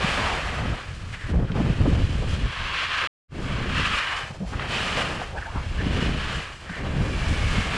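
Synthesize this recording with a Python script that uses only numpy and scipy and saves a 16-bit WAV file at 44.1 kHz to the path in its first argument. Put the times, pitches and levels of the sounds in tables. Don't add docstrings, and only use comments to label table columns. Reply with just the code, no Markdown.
import sys
import numpy as np
from scipy import signal
from scipy.fft import rfft, irfft, next_fast_len
from scipy.io import wavfile
from scipy.ndimage import uniform_filter1d, map_coordinates

SR = 44100
rng = np.random.default_rng(int(sys.argv[2]) if len(sys.argv) > 2 else 0)


def transcribe(signal):
    frames = np.atleast_2d(signal).T
    limited = np.clip(frames, -1, 1)
    pcm = np.round(limited * 32767).astype(np.int16)
    wavfile.write(sys.argv[1], SR, pcm)


N = 342657
T = np.arange(N) / SR

# full_s, rise_s, hold_s, release_s, scrape_db, rasp_re_grind_db,
# shove_re_scrape_db, spray_re_scrape_db, ring_hz, slide_hz_per_s, ring_re_scrape_db
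TURN_LOADS = [(0.038, 0.13, 0.16, 0.74, -27, 1, -7.5, -13.5, 2360, 0, -21),
              (2.011, 0.66, 0.38, 0.15, -44, 32, -14.5, -8, 3030, 501, -7),
              (2.801, 0.54, 0.23, 0.3, -26, 0.5, -17.5, -23.5, 2790, -900, -18.5),
              (3.765, .11, 0.36, 0.22, -25.5, -0.5, -19.5, -17.5, 2780, 400, -11),
              (4.721, 0.076, 0.26, 0.46, -29, 2.5, -6, -13, 2973, -450, -10),
              (5.934, 0.35, 0.46, .29, -35, 4, -18, -13.5, 2934, -100, -11),
              (7.44, 0.74, 0.27, 0.44, -37.5, 8, -18, -4.5, 2227, -450, -2)]
LOAD_EXPONENT = 1.56
# freq_hz, gain_db
SPRAY_SPECTRUM = [(2500, -0.5), (4500, 3), (5300, 1), (6300, -2), (7500, -2), (8700, -7), (9900, -8.5),
                  (11000, -21), (12800, -31), (14200, -32.5), (15000, -55)]


def undb(db):
    return 10 ** (np.asarray(db) / 20)


def unit(x):
    return x / np.sqrt(np.mean(x ** 2))


def add(out, start_s, x):
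    i = max(int(start_s * SR), 0)
    out[i:i + len(x)] += x[:N - i]


def colour(x, spectrum):
    hz, db = np.transpose(spectrum)
    size = next_fast_len(N + 4096)
    bin_hz = np.maximum(np.arange(size // 2 + 1) * SR / size, 1)
    gain = undb(np.interp(np.log(bin_hz), np.log(hz), db))
    skirts = np.minimum(bin_hz / hz[0], 1) ** 2 * np.minimum(hz[-1] / bin_hz, 1) ** 2
    return irfft(rfft(x, size) * gain * skirts, size)[:N]


def walk(rate_hz):
    knots = rng.standard_normal(8192)
    return unit(map_coordinates(knots, [T * rate_hz], order=1, mode="wrap"))


def flutter(rate_hz, depth_db):
    return unit(undb(depth_db * walk(rate_hz)))


def swell(full_s, rise_s, hold_s, release_s):
    corners_s = [full_s - rise_s, full_s, full_s + hold_s, full_s + hold_s + release_s]
    return np.interp(T, corners_s, [0, 1, 1, 0])


def narrow_noise(centre_hz, width_hz):
    draw = rng.standard_normal((2, N))
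    lowpass = signal.butter(2, width_hz / 2, fs=SR, output="sos")
    baseband = signal.sosfilt(lowpass, draw[0] + 1j * draw[1])[-len(centre_hz):]
    return np.real(baseband * np.exp(2j * np.pi * np.cumsum(centre_hz) / SR))


def burst(half_s, start_hz, end_hz, width_hz):
    progress = np.linspace(0, 1, int(2 * half_s * SR))
    band = narrow_noise(np.interp(progress, [1 / 4, 3 / 4], [start_hz, end_hz]), width_hz)
    return unit(band * np.sin(np.pi * progress) ** 2) / np.sqrt(2)


def eddies(spectrum, span_s):
    x = unit(colour(rng.standard_normal(N), spectrum))
    local_power = np.abs(uniform_filter1d(x ** 2, size=int(span_s * SR)))
    return unit(x / np.sqrt(local_power + 0.25))


def gust_gains():
    # full_s, hold_s, rumble_db, buffet_db
    gusts = [(0, 0.59, -32.5, -41.5), (0.633, 0.086, -27, -31), (0.922, 0.21, -34, -55),
             (1.358, 0.066, -21, -25.5), (1.543, 0.17, -26, -27), (1.815, 0.17, -23, -26),
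             (2.021, 0.44, -24.5, -35), (2.623, 0.069, -33, -48), (3.338, 0.46, -29.5, -32),
             (3.8, 0.14, -33, -40), (4.542, 0.65, -37, -36), (5.31, 0.11, -34, -62),
             (5.567, 0.29, -28, -47.5), (5.843, 0.3, -26.5, -28), (6.19, 0.19, -32, -39.5),
             (6.851, 0.29, -29, -29.5), (7.213, 0.38, -23.5, -33), (7.64, 0.15, -33, -34.5)]
    stream_rumble_db, stream_buffet_db, growth_db_per_s = -43, -50, 1
    power = undb([[stream_rumble_db], [stream_buffet_db]]) ** 2
    for full_s, hold_s, rumble_db, buffet_db in gusts:
        growth = undb(growth_db_per_s * np.clip(T - full_s, 0, hold_s))
        gust = swell(full_s, rise_s=0.1, hold_s=hold_s, release_s=0.063) * growth
        power = power + np.outer(undb([rumble_db, buffet_db]), gust) ** 2
    return np.sqrt(power)


def wind():
    # freq_hz, gain_db
    rumble_spectrum = [(10, -10), (22, -3), (42, 0), (74, 0), (110, -5.5), (170, -14.5), (350, -31.5)]
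    buffet_spectrum = [(60, -50.5), (115, 2), (160, -0.5), (230, -5), (330, -11.5), (600, -18),
                       (1200, -31.5)]
    crackle_spectrum = [(280, -10), (420, 1), (700, -9.5), (1200, -12), (1800, -14.5), (3200, -49)]
    # middle_s, half_s, level_db, centre_hz
    slaps = [(0.045, 0.011, -20.5, 151), (0.096, 0.013, -31, 162), (0.188, 0.044, -32.5, 186),
             (1.257, 0.046, -29.5, 71), (1.364, 0.03, -40, 597), (1.385, 0.081, -30, 136.4),
             (1.517, 0.024, -25, 147), (1.569, 0.027, -36, 1037), (1.603, 0.016, -32.5, 717),
             (1.608, 0.018, -20, 232), (1.647, 0.02, -22.5, 160), (1.7, 0.025, -19, 100),
             (1.82, 0.032, -16, 80.5), (1.863, 0.0091, -26, 749), (1.878, 0.024, -20.5, 232),
             (1.938, 0.021, -17.5, 81), (2.045, 0.023, -19.5, 77), (2.232, 0.021, -32, 595),
             (4.243, 0.018, -38, 130), (4.317, 0.0284, -35.5, 123), (4.472, 0.045, -31.5, 59.5),
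             (4.558, 0.0166, -25, 89), (5.221, 0.014, -50, 610), (5.559, 0.015, -32, 191),
             (5.869, 0.011, -22, 180), (5.956, 0.017, -24, 80), (6.374, .025, -33, 133),
             (6.708, 0.026, -31.5, 150), (7.001, 0.055, -23.5, 135.6), (7.023, 0.029, -21, 65),
             (7.315, .02, -25.5, 160), (7.585, .02, -23, 149.3)]
    rumble_gain, buffet_gain = gust_gains()
    rumble = eddies(rumble_spectrum, span_s=0.21)
    buffets = eddies(buffet_spectrum, span_s=0.055) * flutter(rate_hz=97, depth_db=1.5)
    crests = np.clip(buffets, 0, 2) ** 2
    crackle = undb(-14.5) * unit(colour(rng.standard_normal(N) * crests, crackle_spectrum))
    out = rumble * rumble_gain + (buffets + crackle) * buffet_gain
    for middle_s, half_s, level_db, centre_hz in slaps:
        slap = burst(half_s, centre_hz, centre_hz, width_hz=0.76 * centre_hz)
        add(out, middle_s - half_s, undb(level_db) * slap)
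    return out


def swishes():
    # middle_s, half_s, start_hz, end_hz, width_hz, level_db
    sweeps = [(0.268, 0.18, 1050, 853, 540, -31.5), (1.144, .028, 2300, 1910, 1600, -37),
              (1.245, 0.15, 1750, 1750, 550, -43.5), (1.497, 0.029, 1493, 1430, 400, -42.5),
              (2.65, 0.23, 1077, 1016, 397, -41.5), (4.138, 0.21, 1063, 717, 398, -41),
              (4.418, 0.053, 154, 186, 40, -29.5), (4.433, 0.039, 445, 756, 220, -39.5),
              (4.541, .025, 1156, 1310, 700, -35), (5.366, 0.06, 559.5, 800, 380, -36),
              (5.381, 0.026, 1580, 1630, 180, -34.5), (5.425, 0.025, 1700, 1560, 420, -35.5),
              (5.458, 0.022, 1664, 1570, 260, -37), (5.483, 0.064, 645, 1154, 280, -39.5),
              (5.565, 0.071, 950, 1120, 800, -36), (5.803, 0.035, 1700, 1730, 220, -36),
              (6.761, 0.13, 1613, 1945, 650, -39)]
    scuff_db, scuff_ratio = -13.5, 1.45
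    tones, scuffs = np.zeros((2, N))
    for middle_s, half_s, start_hz, end_hz, width_hz, level_db in sweeps:
        tone = burst(half_s, start_hz, end_hz, width_hz)
        scuff = burst(half_s, start_hz * scuff_ratio, end_hz * scuff_ratio, width_hz=0.52 * start_hz)
        add(tones, middle_s - half_s, undb(level_db) * tone)
        add(scuffs, middle_s - half_s, undb(level_db) * scuff)
    return tones + undb(scuff_db) * scuffs * flutter(rate_hz=220, depth_db=2.5)


def clacks():
    # start_s, peak_db, contact_t60_s, brightness_hz
    knocks = [(0.044, -18.5, 0.035, 1600), (0.175, -16, 0.04, 1400), (0.487, -26, 0.025, 1500),
              (1.142, -32, 0.07, 2020), (1.21, -31, 0.03, 2100), (1.324, -41, 0.015, 3770),
              (1.518, -29, 0.018, 4270), (4.403, -34, 0.015, 850), (4.595, -19, 0.03, 1900),
              (4.62, -23, 0.038, 1900), (5.215, -21, 0.03, 1000), (6.695, -25.5, 0.027, 1770)]
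    # pitch_hz, width_hz, gain_db
    modes = [(642, 240, 8.5), (1220, 710, -8.5), (1800, 640, 6.5), (2900, 650, 7.5), (4400, 1200, -14)]
    out = np.zeros(N)
    t = T[:SR // 5]
    for start_s, peak_db, contact_t60_s, brightness_hz in knocks:
        contact = rng.standard_normal(len(t)) * np.exp(-np.log(1000) * t / contact_t60_s)
        band_hz = [brightness_hz / 2, brightness_hz * 1.07]
        contact = signal.sosfilt(signal.butter(2, band_hz, "bandpass", fs=SR, output="sos"), contact)
        knock = sum(undb(gain_db) * signal.lfilter(*signal.iirpeak(hz, hz / width_hz, fs=SR), contact)
                    for hz, width_hz, gain_db in modes)
        add(out, start_s, undb(peak_db) * knock / np.abs(knock).max())
    return out


def grains(spectrum, per_s, spread_db):
    sizes = undb(spread_db * np.minimum(rng.exponential(size=N), 5))
    clicks = (rng.random(N) < per_s / SR) * sizes * rng.choice([-1, 1], N)
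    return unit(colour(clicks, spectrum))


def spurts():
    # full_s, hold_s, level_db
    throws = [(0.11, 0.05, -41.5), (1.134, 0.01, -50), (2.78, 0.25, -57), (3.42, 0.29, -57),
              (3.802, 0.12, -52), (3.952, 0.023, -41), (4.164, .03, -48), (4.475, 0.048, -55.5),
              (5.09, 0.055, -48), (6.324, 0.032, -47.5), (6.702, .02, -53), (7.02, 0.27, -50.5),
              (7.286, .04, -46)]
    gain = sum(undb(level_db) * swell(full_s, rise_s=0.013, hold_s=hold_s, release_s=0.04)
               for full_s, hold_s, level_db in throws)
    return grains(SPRAY_SPECTRUM, per_s=3100, spread_db=1.5) * gain


def body_echo(x):
    lag_s = 0.001702 * (1 + 0.037 * walk(rate_hz=3.4))
    gain = undb(-17)
    echo = gain * map_coordinates(x, [(T - lag_s) * SR], order=3)
    return (x + echo) / np.sqrt(1 + gain ** 2)


def edge_rings():
    out = np.zeros(N)
    for full_s, rise_s, hold_s, release_s, scrape_db, *_, ring_hz, slide_hz_per_s, ring_db in TURN_LOADS:
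        edge = swell(full_s, rise_s, hold_s, release_s) ** LOAD_EXPONENT
        loaded = edge > 0
        centre_hz = ring_hz + slide_hz_per_s * (T[loaded] - full_s)
        ring = unit(narrow_noise(centre_hz, width_hz=150))
        out[loaded] += undb(scrape_db + ring_db) * edge[loaded] * ring
    return out


def snow_powers(scrape_db, bite_db, shove_db, spray_db):
    scrape, bite, shove, spray = (undb(db) ** 2 for db in (scrape_db, bite_db, shove_db, spray_db))
    grind = scrape / (1 + bite)
    return np.array(np.broadcast_arrays(grind, grind * bite, scrape * shove, spray))


def snow_gains():
    # time_s, level_db, shove_re_glide_db
    glide = [(0, -42, 6.5), (.8, -37.5, -6.5), (.95, -46, -7), (1.25, -44, -7), (1.56, -38.5, -6),
             (2.25, -42, -6.5), (3.34, -44.5, -9), (3.56, -33.5, -11), (4.33, -46, -2), (4.49, -49.5, -1.5),
             (4.6, -35, -3.5), (5.32, -45, -2), (6.33, -36.5, -4.5), (6.56, -48, -4.5), (6.8, -40, -2),
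             (7.77, -31, -5.5)]
    bite_loss_db_per_s, shove_rise_db_per_s = 12, 9.5
    time_s, *columns = np.transpose(glide)
    glide_db, glide_shove_db = (np.interp(T, time_s, column) for column in columns)
    glide_spray_db = -52 + 0.1 * (glide_db - glide_db.mean())
    power = snow_powers(glide_db, bite_db=-2, shove_db=glide_shove_db, spray_db=glide_spray_db)
    for full_s, rise_s, hold_s, release_s, scrape_db, bite_db, shove_db, spray_db, *_ in TURN_LOADS:
        edge = swell(full_s, rise_s, hold_s, release_s) ** LOAD_EXPONENT
        age_s = np.clip(T - full_s, 0, hold_s + release_s)
        power += edge ** 2 * snow_powers(scrape_db, bite_db - bite_loss_db_per_s * age_s,
                                         shove_db + shove_rise_db_per_s * age_s, scrape_db + spray_db)
    return np.sqrt(power)


def skis():
    # freq_hz, gain_db
    grind_spectrum = [(450, -37), (750, -15.5), (1000, -2.5), (1210, 1), (1420, -1), (1630, 0),
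                      (1810, -2.5), (2080, -1.5), (2900, -9), (4600, -38.5), (9000, -65)]
    rasp_spectrum = [(900, -31.5), (1500, 0.5), (1750, -5), (2100, -4.5), (2400, -0.5), (2680, 2),
                     (2880, 0), (3200, 0.5), (3650, -7), (4200, -8), (6000, -21.5), (9500, -35),
                     (12500, -64)]
    shove_spectrum = [(100, -33), (220, -4.5), (400, 2), (520, 2), (700, 2.5), (900, 2.5), (1300, -7.5),
                      (2200, -17.5)]
    # full_s, hold_s, ramp_s, change_db
    bumps = [(0.21, 0.025, .03, 0), (1.333, 0.204, .02, -7), (2.29, 0.06, 0.033, 3.5),
             (2.525, 0.068, 0.033, 1.5), (2.803, 0.032, .03, 0.5), (2.878, 0.034, 0.034, -2.5),
             (3.932, 0.068, .012, 1), (3.996, 0.167, .008, -2.5), (4.377, 0.079, 0.013, -4.5),
             (4.472, 0.066, .008, 3), (4.985, 0.035, 0.023, 3), (5.208, 0.03, 0.028, 3),
             (5.33, 0.03, .03, -2), (6.03, 0.035, .03, 1), (6.123, 0.04, .03, -3.5)]
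    grind_gain, rasp_gain, shove_gain, spray_gain = snow_gains()
    chatter = flutter(rate_hz=70, depth_db=0.74)
    crust = flutter(rate_hz=16, depth_db=0.35)
    bump_db = sum(db * swell(full_s, ramp_s, hold_s, ramp_s) for full_s, hold_s, ramp_s, db in bumps)
    hollow_hz = 1680 + 39.8 * walk(rate_hz=6)
    hollow = undb(-11) * unit(narrow_noise(hollow_hz, width_hz=230))
    grind = grains(grind_spectrum, per_s=14000, spread_db=1.3) + hollow
    grind *= flutter(rate_hz=46, depth_db=0.43)
    rasp = grains(rasp_spectrum, per_s=12000, spread_db=0)
    shove = grains(shove_spectrum, per_s=4000, spread_db=2) * flutter(rate_hz=70, depth_db=2)
    spray = grains(SPRAY_SPECTRUM, per_s=8000, spread_db=0.2) * flutter(rate_hz=45, depth_db=0.5)
    snow = grind * grind_gain + rasp * rasp_gain + shove * shove_gain + spray * spray_gain
    return body_echo((snow + edge_rings()) * chatter * crust * undb(bump_db) + spurts())


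def scene():
    # freq_hz, gain_db
    side_spectrum = [(60, -44), (250, -35), (1000, -28), (2000, -24), (4000, -19), (8000, -16),
                     (13000, -27)]
    mid = skis() + clacks() + wind() + swishes()
    width = unit(np.clip(1 + walk(rate_hz=5), 0, 1.5))
    side = colour(mid * walk(rate_hz=300), side_spectrum) * width
    return np.array([mid + side, mid - side])


def record(dry):
    dropout_s, cutoff_hz = [3.072, 3.074, 3.28, 3.355], 15100
    gate = np.interp(T, dropout_s, [1, 0, 0, 1]) ** 2
    return signal.sosfilt(signal.ellip(8, 0.2, 70, cutoff_hz, fs=SR, output="sos"), dry * gate)


dry = scene()
out = record(dry)
transcribe(out)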